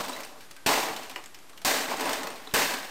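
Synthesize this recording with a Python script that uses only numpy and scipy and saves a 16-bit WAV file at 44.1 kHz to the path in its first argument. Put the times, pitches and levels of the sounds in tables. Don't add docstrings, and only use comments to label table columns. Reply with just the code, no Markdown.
import sys
import numpy as np
from scipy import signal
from scipy.io import wavfile

SR = 44100
rng = np.random.default_rng(int(sys.argv[2]) if len(sys.argv) > 2 else 0)


def materialize(psi):
    bounded = np.clip(np.atleast_2d(psi).T, -1, 1)
    quanta = np.round(bounded * 32767).astype(np.int16)
    wavfile.write(sys.argv[1], SR, quanta)


N = 127890


def gain_of(db):
    return 10 ** (np.asarray(db) / 20)


def unit_level(x):
    return x / np.sqrt(np.mean(x ** 2) + 1e-20)


def read_curve(points, hz):
    f, value = np.transpose(points)
    return np.interp(np.log(hz + 1), np.log(f + 1), value)


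def add(mix, start_s, sound):
    part = mix[round(start_s * SR):][:len(sound)]
    part += sound[:len(part)]


def colour(x, points):
    log_gain = np.log(gain_of(read_curve(points, abs(np.fft.fftfreq(4096, 1 / SR)))))
    taps = np.fft.ifft(np.exp(np.conj(signal.hilbert(log_gain)))).real[:2048]
    return signal.oaconvolve(x, taps)[:len(x)]


def fade(t, t60):
    return gain_of(-60 * t / max(t60, .004))


# f/Hz, level/dB
HISS_TONE = [(30, -13.5), (125, -10), (330, -7.5), (500, -10), (1050, -10), (1840, -13.5), (4000, -17.5),
             (9000, -21.5), (13000, -23.5), (14400, -30), (15200, -85)]
def hiss():
    return gain_of(-54) * unit_level(colour(rng.standard_normal(N), HISS_TONE))


# f/Hz, fade time/s
ROOM_FADES = [(100, 0.57), (300, 0.22), (1000, 0.29), (5000, 0.19), (15000, 0.065)]
def room_echo(x):
    slots = np.arange(150, SR // 2, 20)
    bounces = np.zeros(SR // 2 + 20)
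    bounces[slots + rng.integers(0, 20, len(slots))] = rng.choice([-1., 1.], len(slots))
    hz, t, bands = signal.stft(bounces, SR, nperseg=256)
    fades = gain_of(-60 * t / read_curve(ROOM_FADES, hz)[:, None])
    tail = signal.istft(bands * fades, SR, nperseg=256)[1]
    return signal.fftconvolve(x, tail / np.linalg.norm(tail))[:N]


def floor_thud(t):
    return sum(np.sin(2 * np.pi * 69 * ratio * t) for ratio in (.9, 1.5, 2.4)) * fade(t, 0.032)


# t/s, level/dB
DROPS = [(.004, -38), (0.189, -53), (0.907, -40), (2.039, -45), (2.09, -43)]
def casing_drops():
    out, t = np.zeros(N), np.arange(9000) / SR
    for start_s, db in DROPS:
        add(out, start_s, gain_of(db) * floor_thud(t))
    return out


# f/Hz, level/dB, fade time/s
CASING_TONES = [(265.3, -7.5, 0.057), (339, -4.5, 0.038), (446, -7, 0.079), (570.5, -4.5, 0.057),
                (620, -5.5, 0.038), (672, -7.5, 0.1), (765.4, -6.5, 0.072), (819, -11.5, 0.081),
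                (878, -6, 0.046), (972, -3.5, 0.043), (1049, -9, 0.086), (1129, -3, 0.034),
                (1273, -6.5, 0.052), (1396, -7, 0.04)]
def casing_ring(t):
    draws = rng.standard_normal((len(CASING_TONES), 2))
    return sum(share * gain_of(db) * fade(t, t60) * np.sin(2 * np.pi * hz * (1 + 0.02 * detune) * t)
               for (hz, db, t60), (share, detune) in zip(CASING_TONES, draws))


# f/Hz, level/dB
PANEL_TONE = [(60, -42), (150, -4.5), (230, -3), (16000, -7)]
def thin_panels(x):
    return colour(x, PANEL_TONE)


# f/Hz, level/dB
SHARD_TONE = [(900, -31), (1500, -1), (2600, -2.5), (4200, -5), (8500, -11), (9800, -7.5), (16500, -6.5)]
def brittle(x):
    return colour(x, SHARD_TONE)


def shard(t):
    pitches = np.exp(rng.uniform(np.log(1500), np.log(14000), size=3))
    rings = sum(np.sin(2 * np.pi * hz * t) for hz in pitches)
    return rng.standard_normal(len(t)) * fade(t, 0.08) + gain_of(-2) * rings * fade(t, 0.019)


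# t/s, ring level/dB, f/Hz, ring fade time/s, casing jolt level/dB, snap level/dB
PART_KNOCKS = [(0.0468, -42, 3370, 0.016, -50, -34), (.083, -57, 2660, 0.018, -34.5, -31),
               (0.0941, -30, 8440, 0.017, -30, -31.5), (0.1305, -38, 3940, 0.15, -58, -35.5),
               (.163, -36, 2050, .05, -41, -35.5), (.2044, -39.5, 2200, 0.037, -53, -33),
               (0.2338, -37, 5500, 0.026, -57, -34), (0.2481, -35, 9250, 0.018, -62, -36),
               (.407, -42, 2620, 0.017, -64, -40.5), (0.51, -37, 10000, 0.021, -51, -35.5),
               (0.565, -54, 1557, 0.3, -52, -39.5), (.7345, -19, 2130, 0.022, -33, -27),
               (0.7762, -15.5, 820, 0.013, -37, -27), (.885, -27.5, 2130, 0.02, -29, -30),
               (.9639, -70.5, 7400, 0.024, -44, -27), (1.032, -46, 4460, 0.04, -66, -36.5),
               (1.097, -31, 2670, 0.015, -41, -32), (1.1114, -44, 8900, 0.013, -43, -37),
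               (1.16, -10.5, 2400, 0.007, -30, -33.5), (1.1775, -35, 1410, 0.007, -50, -45),
               (1.239, -39, 6340, 0.012, -44.5, -39), (1.259, -32, 7660, 0.011, -52, -40),
               (1.3455, -38.5, 5370, 0.017, -48, -37.5), (1.3878, -41, 7000, 0.0096, -71, -47),
               (1.496, -43, 8900, 0.014, -51, -43.5), (1.5313, -53, 1160, 0.053, -57, -47),
               (1.5762, -41.5, 3030, 0.026, -67, -39), (1.6168, -47, 9100, 0.02, -45, -37.5),
               (1.6794, -18, 780, 0.017, -44, -23), (1.906, -29, 4920, 0.012, -53, -32),
               (1.913, -16, 2060, 0.01, -27, -38), (1.9695, -30, 7400, 0.014, -49, -37),
               (1.997, -38, 3100, .02, -28, -26.5), (2.0081, -30, 8840, 0.014, -24, -23.5),
               (2.054, -30, 9300, .02, -31, -36), (2.093, -38, 6560, 0.012, -26.5, -23.5),
               (2.131, -30.5, 8350, 0.022, -30.5, -23), (2.2324, -52, 6050, .015, -41, -27),
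               (2.2707, -40, 5000, 0.0067, -27.5, -28.5), (2.302, -37, 8560, .02, -43, -37),
               (2.3581, -43, 3770, 0.031, -41.5, -36.5), (2.472, -29.5, 3700, 0.017, -36, -41),
               (2.5113, -34, 3450, 0.013, -50, -56), (2.738, -34, 3300, 0.014, -38, -24)]
def knocks():
    parts, jolts, t = np.zeros(N), np.zeros(N), np.arange(8000) / SR
    noises = unit_level(brittle(rng.standard_normal(len(PART_KNOCKS) * len(t)))).reshape(-1, len(t))
    ring_rise = (1 - np.exp(-t / 0.00075)) ** 2
    snap_rise = np.minimum(t / 0.0032, 1)
    snap_and_tick = snap_rise * fade(t, 0.042) + gain_of(2.5) * fade(t, 0.0051)
    for (start_s, ring_db, hz, t60, casing_db, snap_db), noise in zip(PART_KNOCKS, noises):
        detunes = rng.uniform([-2, -.1, 1], [-1, .1, 2]) * 0.00085 / max(t60, .008)
        side_share = min(.04 / max(t60, .004), 1)
        cluster = sum(share * np.sin(2 * np.pi * hz * (1 + detune) * t)
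                      for detune, share in zip(detunes, (side_share, 1, side_share)))
        ring = cluster * ring_rise * fade(t, t60)
        add(parts, start_s, gain_of(ring_db) * ring + gain_of(snap_db) * noise * snap_and_tick)
        add(jolts, start_s, gain_of(casing_db) * unit_level(casing_ring(t)) / 4 * snap_rise)
    return parts + thin_panels(jolts)


def tilt_band(x, hz, db, octaves=0.64):
    return unit_level(colour(x, [(hz / 2 ** octaves, 0), (hz, db), (hz * 2 ** octaves, 0)]))


# t/s, casing level/dB, shard level above the casing/dB
RATTLE_CURVES = [
    [(0, -27.5, -1), (.03, -36, -1), (.1, -39.5, -0.5), (.22, -41, -2.5), (.28, -51, 4), (.36, -49.5, -7),
     (.45, -63, 10)],
    [(.664, -29, 7.5), (.68, -24, 0), (.705, -19, -5), (.745, -27.5, 1.5), (.78, -27.5, -0.5),
     (.83, -30, -1), (.93, -35, -2.5), (1.0, -41.5, 0), (1.15, -50, 1), (1.19, -45, -4), (1.3, -72, 10)],
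    [(1.652, -26, -0.5), (1.695, -29, 2.5), (1.715, -24.5, -0.5), (1.8, -33, 3), (1.885, -36, 0.5),
     (1.92, -30, -2), (1.955, -33.5, -3), (2.0, -37.5, 0), (2.065, -28.5, -3.5), (2.1, -30, -3),
     (2.145, -33, 2.5), (2.18, -37.5, 1.5), (2.257, -33.5, -7), (2.33, -41, -3), (2.43, -50, 1),
     (2.535, -51.5, 3)],
    [(2.543, -23.5, 2.5), (2.575, -25.5, 0.5), (2.62, -27, 3.5), (2.68, -32.5, 3.5), (2.74, -34, 2),
     (2.8, -39.5, 3), (2.9, -45.5, 4.5)],
]
# casing f/Hz, change/dB, shard f/Hz, change/dB
RATTLE_BANDS = [(746, 1.5, 2200, -3.5), (850, 5, 2100, 1.5), (820, 3.5, 1830, 3), (890, 3, 1670, 4.5)]
def rattle(impacts_per_s=1800, kinds=32):
    sizes = gain_of(2 * np.minimum(rng.exponential(1, N), 4))
    impacts = sizes * (rng.random(N) < impacts_per_s / SR)
    kind, t = rng.integers(0, kinds, N), np.arange(3500) / SR
    casing, shards = np.zeros(N), np.zeros(N)
    for k in range(kinds):
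        casing += signal.oaconvolve(impacts * (kind == k), casing_ring(t))[:N]
        shards += signal.oaconvolve(impacts * (kind == k), shard(t[:2500]))[:N]
    casing, shards = thin_panels(casing), brittle(shards)
    out, time = np.zeros(N), np.arange(N) / SR
    for curve, band in zip(RATTLE_CURVES, RATTLE_BANDS):
        times, casing_db, above_db = np.transpose(curve)
        onset = np.clip((time - times[0] + 0.0028) / 0.00099, 0, 1)
        tail_db = -300 * np.maximum(time - times[-1], 0)
        level = gain_of(np.interp(time, times, casing_db) + tail_db) * onset
        shard_share = gain_of(np.interp(time, times, above_db))
        out += level * (tilt_band(casing, *band[:2]) + shard_share * tilt_band(shards, *band[2:]))
    return out


# t/s, crack level/dB, thud level/dB, crack's treble lift/dB, punch level/dB
BAR_BLOWS = [(0.6628, -23, -30, 4, -7), (1.648, -21, -31.5, 10, -22), (2.5382, -22, -25.5, 11, -15)]
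def bar_blows():
    out, t = np.zeros(N), np.arange(9000) / SR
    punch = np.sin(2 * np.pi * 410 * t) * fade(t, 0.005)
    bite = gain_of(6) * fade(t, .012)
    crack_shape = np.minimum(t / .0013, 1) * (fade(t, 0.75) + bite)
    for start_s, crack_db, thud_db, lift_db, punch_db in BAR_BLOWS:
        noise = brittle(rng.standard_normal(len(t)))
        crack = unit_level(colour(noise, [(2000, 0), (6000, lift_db)])) * crack_shape
        weight = gain_of(thud_db) * floor_thud(t) + gain_of(punch_db) * punch
        add(out, start_s, weight + gain_of(crack_db) * crack)
    return out


# f/Hz, level/dB
MICROPHONE_TONE = [(20, -19), (200, -2.5), (8800, 0.5), (10100, -8), (11000, -15), (11900, -10.5),
                   (13000, -3.5), (15500, -10.5), (16200, -28)]
def scene():
    hits = bar_blows() + casing_drops() + knocks()
    smashing = hits + rattle() + gain_of(-8.5) * room_echo(hits)
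    return (colour(smashing, MICROPHONE_TONE) + hiss())[None]


def record(dry):
    ceiling, offset = .27, -0.0041
    squashed = ceiling * np.tanh(dry / ceiling)
    treble_cut = signal.firwin(511, 16000, window=("kaiser", 9), fs=SR)
    return offset + signal.oaconvolve(squashed, treble_cut[None], "same")


dry = scene()
out = record(dry)
materialize(out)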